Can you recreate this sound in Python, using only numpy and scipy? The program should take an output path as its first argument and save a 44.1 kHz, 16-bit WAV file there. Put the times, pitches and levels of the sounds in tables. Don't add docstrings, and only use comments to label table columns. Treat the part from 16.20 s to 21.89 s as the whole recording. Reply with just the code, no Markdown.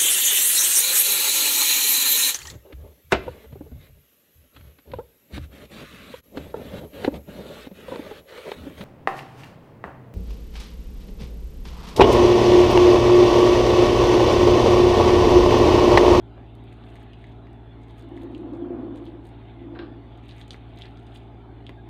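import sys
import numpy as np
from scipy import signal
from scipy.fft import rfft, irfft
from scipy.io import wavfile
from scipy.ndimage import uniform_filter1d

SR = 44100
rng = np.random.default_rng(int(sys.argv[2]) if len(sys.argv) > 2 else 0)


def transcribe(u):
    v = np.clip(np.atleast_2d(u).T, -1, 1)
    q = np.round(v * 32767).astype(np.int16)
    wavfile.write(sys.argv[1], SR, q)


N = 250929
TIME = np.arange(N) / SR

# [t/s, rubbing level/dB]
RUBBING = [
    [(0.3, -75.5), (0.72, -64.5), (1.05, -66.5), (1.4, -90), (1.78, -69), (2.5, -82), (3.1, -71),
     (3.28, -65.5), (3.45, -64.5)],
    [(3.9, -66.5), (4.2, -64), (4.42, -68.5), (4.63, -63), (5.1, -72)],
]
# [t/s of letting go, level/dB, length/s]
PEELS = [(0.547, -83, 0.088), (0.728, -77, 0.084), (0.82, -78, 0.035), (1.07, -79, 0.12),
         (1.635, -78, 0.014), (1.703, -74, 0.023), (1.798, -72.5, 0.046), (2.003, -73, 0.055),
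         (2.184, -78, 0.056), (2.348, -77.5, 0.035), (2.772, -72.5, 0.022), (2.865, -69.5, 0.051),
         (3.066, -75, 0.033), (4.107, -70.5, 0.055), (4.203, -65, 0.031), (4.333, -68.5, 0.035),
         (4.63, -73, 0.054), (4.777, -84, 0.32), (4.957, -69, 0.035)]
# [t/s, level/dB, f/Hz of the pocket]
AIR_POPS = [(0.5241, -43.5, 2150), (0.6387, -44.5, 3260), (0.756, -45, 2030), (0.8202, -44, 1730),
            (0.9338, -38.5, 2880), (1.042, -37, 2030), (1.2694, -43.5, 1990), (1.9753, -38.5, 1960),
            (2.149, -34.5, 2980), (2.8659, -42.5, 3260), (4.0913, -37, 3700), (4.0937, -37, 2910),
            (4.1107, -40, 4000), (4.1229, -45, 3340), (4.2145, -35, 3520), (4.3071, -26, 3500),
            (4.3141, -43, 4260), (4.3307, -38, 3270), (4.5878, -40, 3790), (4.6096, -39, 3230),
            (4.6137, -33.5, 3300), (4.6204, -28.5, 3400), (4.638, -38, 2670), (4.6563, -40, 4050),
            (4.9599, -37.5, 3300), (5.4668, -32, 3220)]
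# [t/s, level/dB, spectral tilt/(dB per octave)]
SHARP_TICKS = [(0.3525, -49.5, 7), (0.4394, -53, 12), (0.528, -49.5, 1), (0.6916, -58, 5),
               (0.7025, -54, -6), (0.739, -58, 11), (0.7564, -47, 5), (0.8301, -51, 9), (1.331, -53, 2),
               (1.6836, -57, 0), (1.7096, -59, -2), (1.783, -53, -8), (1.794, -53, 1), (1.8238, -52, 1),
               (1.8898, -58, 6), (1.981, -55, 6), (2.021, -51, 9), (2.0339, -45.5, 8), (2.179, -52, -1),
               (2.3358, -54, -5), (2.3708, -58.5, 13), (2.759, -49, 2), (2.771, -52, 0), (2.7763, -48, -21),
               (2.8544, -50, -3), (3.0557, -52, -3), (3.0717, -52, 9), (3.0906, -52.5, -12),
               (3.9755, -55, -2), (4.0567, -56, 10), (4.0834, -51, 2), (4.1652, -52, 6), (4.1964, -50, 4),
               (4.2107, -48, -3), (4.28, -48, -4), (4.3073, -30, -24), (4.3335, -44, -10),
               (4.3631, -55, -8), (4.5607, -55, 12), (4.5737, -45, -25), (4.588, -41.5, 3),
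               (4.773, -47.5, -22), (4.8682, -52, -27), (4.973, -50, -4), (5.4938, -46, 0)]
# [t/s, level/dB, f/Hz of the squeezed air]
SLAPS = [(0.179, -39.5, 554), (4.3438, -35.5, 2150), (5.493, -30, 2000), (5.496, -47, 2220)]
# [f/Hz, level/(dB per Hz)]
SMEAR_SPECTRUM = [(900, -5.5), (1400, 2), (2000, 6), (3600, 5), (4400, -6), (5300, -32), (9000, -33)]
# [f/Hz, level/(dB per Hz)]
SNAP_SPECTRUM = [(2000, -7), (3600, 10), (4700, 3), (5500, -8), (6600, 0.5), (7600, -4), (8800, 2.5),
                 (10300, -9), (15500, -9)]
# [start t/s, end of push t/s, time to get going/s, rumble level/dB, slowing/(dB per s)]
DRAWER_RUNS = [(1.718, 2.637, 0.17, -31, 38.5), (3.295, 3.624, 0.11, -37.5, 59)]
# [t/s, level/dB]
BOX_BOOMS = [(2.07, -34), (2.422, -28.5), (2.505, -20.5), (2.674, -30), (2.938, -36.5), (3.438, -35.5),
             (3.595, -28)]
# [f/Hz, level/dB, t60/s]
BOX_MODES = [(265, -6, 0.073), (303.5, 4, 0.085), (340.8, 10, 0.16), (686, -11, 0.14)]
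# [f/Hz, level/(dB per Hz)]
RUNNER_SPECTRUM = [(130, -43.5), (220, -11), (270, 3), (350, 0), (410, -27.5), (490, -11.5), (590, -20),
                   (690, -17), (900, -26.5), (1010, -22.5), (1400, -40.5), (2500, -43.5), (5000, -81)]
# [t/s, level/dB, rise/s, clatter t60/s, spectral tilt/(dB per octave)]
KNOCKS = [(3.546, -39, 0.0077, 0.14, -9), (3.5898, -41.5, 0.00039, 0.35, 1.5)]
# [f/Hz, level/(dB per Hz)]
WOOD_SPECTRUM = [(400, -11), (850, -5.5), (1150, 2), (1330, 4.5), (1620, 6), (2000, -6), (2800, -2),
                 (4200, -5.5), (5400, -15.5), (5800, -37), (9000, -46)]
# [f/Hz, level/dB, t60/s]
CABINET_MODES = [(1155, -1.5, 0.46), (1580, 4.5, 0.18), (1790, -3, 0.11), (2730, -7, 0.11),
                 (3920, -6, 0.18)]
# [multiple of SHAFT_HZ, rms level/dB before wavering]
SHAFT_HARMONICS = [(1, -48.5), (2, -46.5), (3, -62), (5, -58.5), (6, -61.5), (7, -60), (8, -66), (12, -67),
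                   (13, -70), (15, -66), (62, -76.5)]
# [f/Hz, rms level/dB before wavering]
FRIDGE_TONES = [(43.4, -67.5), (69.6, -57.5), (129, -62), (241, -58.5)]
# [f/Hz, level/(dB per Hz)]
AIR_SPECTRUM = [(32, -27.5), (65, 0.5), (120, 3.5), (175, 0.5), (270, 6), (370, 3.5), (480, -9), (620, -4),
                (680, -1), (860, -3), (1000, -10), (1600, -16), (2500, -20), (3600, -22), (4500, -35),
                (5300, -47), (9000, -48), (15000, -53.5)]
# [f/Hz, t60/s]
ROOM_DECAY = [(200, 0.21), (2000, 0.2), (5000, 0.17), (12000, 0.15)]

SMEAR_PER_S, CRACKLE_PER_S, SMEAR_SPREAD_DB = 750, 560, 3.1
SMEAR_CYCLES, CRACKLE_CYCLES = 1.3, 0.9
CLING, LET_GO = 1, 0.79
POP_CYCLES, POP_RISE_S = 1.6, 0.00025
SNAP_PIVOT_HZ = 7500
GAIN_DB_PER_S = 9
SHAFT_HZ = 56.52
WAVER, FLUTTER_RAD = 0.3, 0.015
AIR_DB = -50
ROOM_DB, TICK_ROOM_DB = -6, -7
EDGE_HZ = 15550


def kneading(smear_db=-0.5, squelch_db=5, crackle_db=-1, rest_db=-95):
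    smear = grains(SMEAR_PER_S, SMEAR_SPREAD_DB, low_hz=1400, high_hz=4600,
                   cycles=SMEAR_CYCLES, clump_db=1.5)
    crackle = grains(CRACKLE_PER_S, spread_db=5.5, low_hz=4000, high_hz=15000,
                     cycles=CRACKLE_CYCLES, clump_db=3.0)
    peeling = np.zeros(N)
    for s, db, length in PEELS:
        age = (TIME - s) / length
        width = np.where(age < 0, CLING, LET_GO)
        peeling += amp(db) * np.exp(-(age / width) ** 2)
    squelch_gain = amp(smear_db) * follow(RUBBING) + amp(squelch_db) * peeling
    crackle_gain = amp(rest_db) + amp(crackle_db) * peeling
    squelches = unit(colour(smear, SMEAR_SPECTRUM)) * squelch_gain
    return squelches + unit(colour(crackle, SNAP_SPECTRUM)) * crackle_gain


def follow(curves):
    gain = sum(amp(np.interp(TIME, *np.transpose(rows), -200, -200)) for rows in curves)
    return uniform_filter1d(gain, size=SR // 50)


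def grains(per_s, spread_db, low_hz, high_hz, cycles, clump_db, count=12):
    out = np.zeros(N)
    for hz in np.linspace(low_hz, high_hz, count):
        impulses = clicks(per_s / count, spread_db)
        out += unit(signal.oaconvolve(impulses, pocket(hz, cycles))[:N])
    return unit(out * amp(clump_db * drift(rate_hz=23)))


def pocket(hz, cycles, rise_s=0.000083, glide=0.005):
    t = np.arange(SR // 80) / SR
    age = t * hz / cycles
    pitch = hz * (1 + glide * np.tanh(age - 1))
    envelope = (1 - np.exp(-t / rise_s)) * np.exp(-age)
    ring = envelope * np.sin(2 * np.pi * np.cumsum(pitch) / SR)
    return ring / abs(ring).max()


def pops(pop_db=-2.0, film_db=-12.0, film_tilt_db=-17):
    out = np.zeros(N)
    for s, db, hz in AIR_POPS:
        burst = pocket(hz, POP_CYCLES, POP_RISE_S) + amp(film_db) * snap(film_tilt_db)
        add(out, s, amp(db + pop_db) * burst)
    return out


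def snap(tilt_db, hiss_db=-13, hiss_s=0.0014):
    t = np.arange(SR // 80) / SR
    hiss = rng.standard_normal(len(t)) * np.exp(-t / hiss_s)
    burst = (t == 0) + amp(hiss_db) * hiss
    click = colour(burst, tilted(SNAP_SPECTRUM, tilt_db, SNAP_PIVOT_HZ))
    return click / abs(click).max()


def ticks(tick_db=1.0):
    out = np.zeros(N)
    for s, db, tilt_db in SHARP_TICKS:
        add(out, s, amp(db + tick_db) * snap(tilt_db))
    return out


def slaps(thud_hz=400, thud_db=-2, palm_hz=1030, palm_db=-10, splash_db=-4, splash_s=0.00076, wet_hz=2100):
    t, out = np.arange(SR // 80) / SR, np.zeros(N)
    for s, db, hz in SLAPS:
        splash = colour(rng.standard_normal(len(t)) * np.exp(-t / splash_s), SMEAR_SPECTRUM)
        thud = amp(thud_db) * pocket(thud_hz, cycles=0.44, rise_s=0.0007)
        palm = amp(palm_db) * pocket(palm_hz, cycles=2.2, rise_s=0.00034)
        chirp = pocket(hz, cycles=0.98, rise_s=0.00021)
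        wetness = amp(splash_db) * hz / wet_hz
        add(out, s, amp(db) * (chirp + thud + palm + wetness * splash))
    return out


def drawer(grind_db=-3, judder_db=-6, boom_db=-1, scrape_db=-58, scrape_hz=1250):
    t = np.arange(SR // 5) / SR
    box = modes(BOX_MODES, t) * (1 - np.exp(-t / 0.0024))
    speed = travel()
    grind = steadied(colour(clicks(per_s=1500, spread_db=2.0), RUNNER_SPECTRUM))
    judder = steadied(signal.oaconvolve(clicks(per_s=160, spread_db=3.0), box)[:N])
    scratch = pocket(scrape_hz, cycles=0.51, rise_s=0.0015)
    scrape = unit(signal.oaconvolve(clicks(per_s=440, spread_db=-0.5), scratch)[:N])
    out = speed * (amp(grind_db) * grind + amp(judder_db) * judder)
    out += amp(scrape_db) * scrape * (speed / speed.max()) ** 2
    for s, db in BOX_BOOMS:
        add(out, s, amp(db + boom_db) * box / abs(box).max())
    return out


def travel():
    speed = np.zeros(N)
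    for start, end, rise_s, db, slowing in DRAWER_RUNS:
        going = 1 - np.exp(-(np.maximum(TIME - start, 0) / rise_s) ** 2)
        change_db = np.minimum(GAIN_DB_PER_S * (TIME - end), slowing * (end - TIME))
        speed += going * amp(db + change_db)
    return speed


def knocks(crack_db=7, crack_s=0.002, clatter_db=-3.5, clatter_tilt_db=-11, ring_db=-7):
    t, out = np.arange(SR // 3) / SR, np.zeros(N)
    ring = modes(CABINET_MODES, t)
    for s, db, rise_s, t60, tilt_db in KNOCKS:
        crack = amp(crack_db) * np.exp(-t / crack_s) * rng.choice([-1, 1], len(t))
        clatter = clicks(per_s=4700, spread_db=-1.0)[:len(t)] * amp(clatter_db - 60 * t / t60)
        wood = tilted(WOOD_SPECTRUM, tilt_db, pivot_hz=2800)
        dull_wood = tilted(wood, clatter_tilt_db, pivot_hz=4000)
        blow = colour(crack, wood) + colour(clatter, dull_wood)
        blow += amp(ring_db + tilt_db) * ring
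        add(out, s, amp(db) * blow * (1 - np.exp(-(t / rise_s) ** 2)))
    return out


def modes(table, t):
    return sum(amp(db - 60 * t / t60) * np.sin(2 * np.pi * hz * t) for hz, db, t60 in table)


def squeak(s=5.562, length_s=0.059, hz=1630, db=-54.0, rough=0.18):
    t, out = np.arange(int(length_s * SR)) / SR, np.zeros(N)
    phase = 2 * np.pi * hz * t + rough * drift(rate_hz=230)[:len(t)]
    add(out, s, amp(db) * np.hanning(len(t)) * np.sin(phase))
    return out


def fridge(wander=0.039, waver_hz=500):
    out = np.zeros(N)
    slip = wander * drift(rate_hz=1.6) + FLUTTER_RAD * drift(rate_hz=27)
    sways = [drift(rate_hz=14) for _ in range(3)]
    tones = [(order * SHAFT_HZ, db) for order, db in SHAFT_HARMONICS] + FRIDGE_TONES
    for k, (hz, db) in enumerate(tones):
        phase = 2 * np.pi * (hz * TIME + rng.random()) + slip * hz / SHAFT_HZ
        waver = 1 + WAVER * np.tanh(hz / waver_hz) * sways[k % len(sways)]
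        out += np.sqrt(2) * amp(db) * np.sin(phase) * waver
    return out


def air(patch_db=4.0, patch_hz=260, patch_s=0.08):
    hz, age, z = signal.stft(rng.standard_normal(N), SR, nperseg=1024)
    bins = max(round(patch_hz / hz[1]), 1)
    frames = max(round(patch_s / age[1]), 1)
    patches = uniform_filter1d(rng.standard_normal(z.shape), bins, axis=0)
    patches = unit(uniform_filter1d(patches, frames, axis=1))
    depth_db = patch_db * read([(500, 0.28), (1500, 0.74), (5000, 1), (9000, 0.4)], hz)
    rush = signal.istft(z * amp(depth_db[:, None] * patches), SR, nperseg=1024)[1][:N]
    return amp(AIR_DB) * unit(colour(rush, AIR_SPECTRUM))


def kitchen(x, early_db=-3, early_s=0.016):
    t = np.arange(SR // 2) / SR
    taps = rng.standard_normal(len(t)) * (rng.random(len(t)) < 0.1) * (t > 0.002)
    taps *= 1 + amp(early_db) * np.exp(-t / early_s)
    hz, age, z = signal.stft(taps, SR, nperseg=256)
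    decay = amp(-60 * age / read(ROOM_DECAY, hz)[:, None])
    tail = signal.istft(z * decay, SR, nperseg=256)[1]
    return signal.oaconvolve(x, tail / np.linalg.norm(tail))[:N]


def amp(db):
    return 10 ** (np.asarray(db) / 20)


def unit(x):
    return x / np.sqrt(np.mean(x ** 2) + 1e-20)


def steadied(x):
    return x / np.sqrt(uniform_filter1d(x ** 2, size=SR // 9) + 1e-9)


def read(points, hz):
    f, value = np.transpose(points)
    return np.interp(np.log(hz + 1), np.log(f), value)


def tilted(points, db_per_octave, pivot_hz):
    return [(hz, db + db_per_octave * np.clip(np.log2(hz / pivot_hz), -0.3, 0.8)) for hz, db in points]


def colour(x, points):
    log_gain = np.log(amp(read(points, abs(np.fft.fftfreq(4096, 1 / SR)))))
    response = np.exp(np.conj(signal.hilbert(log_gain)))
    taps = np.fft.ifft(response).real[:len(log_gain) // 2]
    return signal.oaconvolve(x, taps / np.linalg.norm(taps))[:len(x)]


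def drift(rate_hz):
    hz = np.fft.rfftfreq(N, 1 / SR)
    return unit(irfft(rfft(rng.standard_normal(N)) / (1 + (hz / rate_hz) ** 4), N))


def clicks(per_s, spread_db):
    at = np.flatnonzero(rng.random(N) < per_s / SR)
    chance, side = rng.random((len(at), 2)).T
    size_db = spread_db * np.minimum(-np.log(1 - chance), 3)
    out = np.zeros(N)
    out[at] = np.sign(side - 0.5) * amp(size_db)
    return unit(out)


def add(mix, s, sound):
    part = mix[max(round(s * SR), 0):][:len(sound)]
    part += sound[:len(part)]


def scene():
    meat = pops() + kneading()
    sticky = ticks() + slaps()
    room = kitchen(amp(ROOM_DB) * meat + amp(TICK_ROOM_DB) * sticky)
    behind = drawer() + knocks() + squeak() + fridge() + air()
    return (meat + sticky + room + behind)[None]


def record(dry):
    low_pass = signal.firwin(511, EDGE_HZ, window=("kaiser", 9), fs=SR)
    return signal.oaconvolve(dry, low_pass[None], "same")


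dry = scene()
out = record(dry)
transcribe(out)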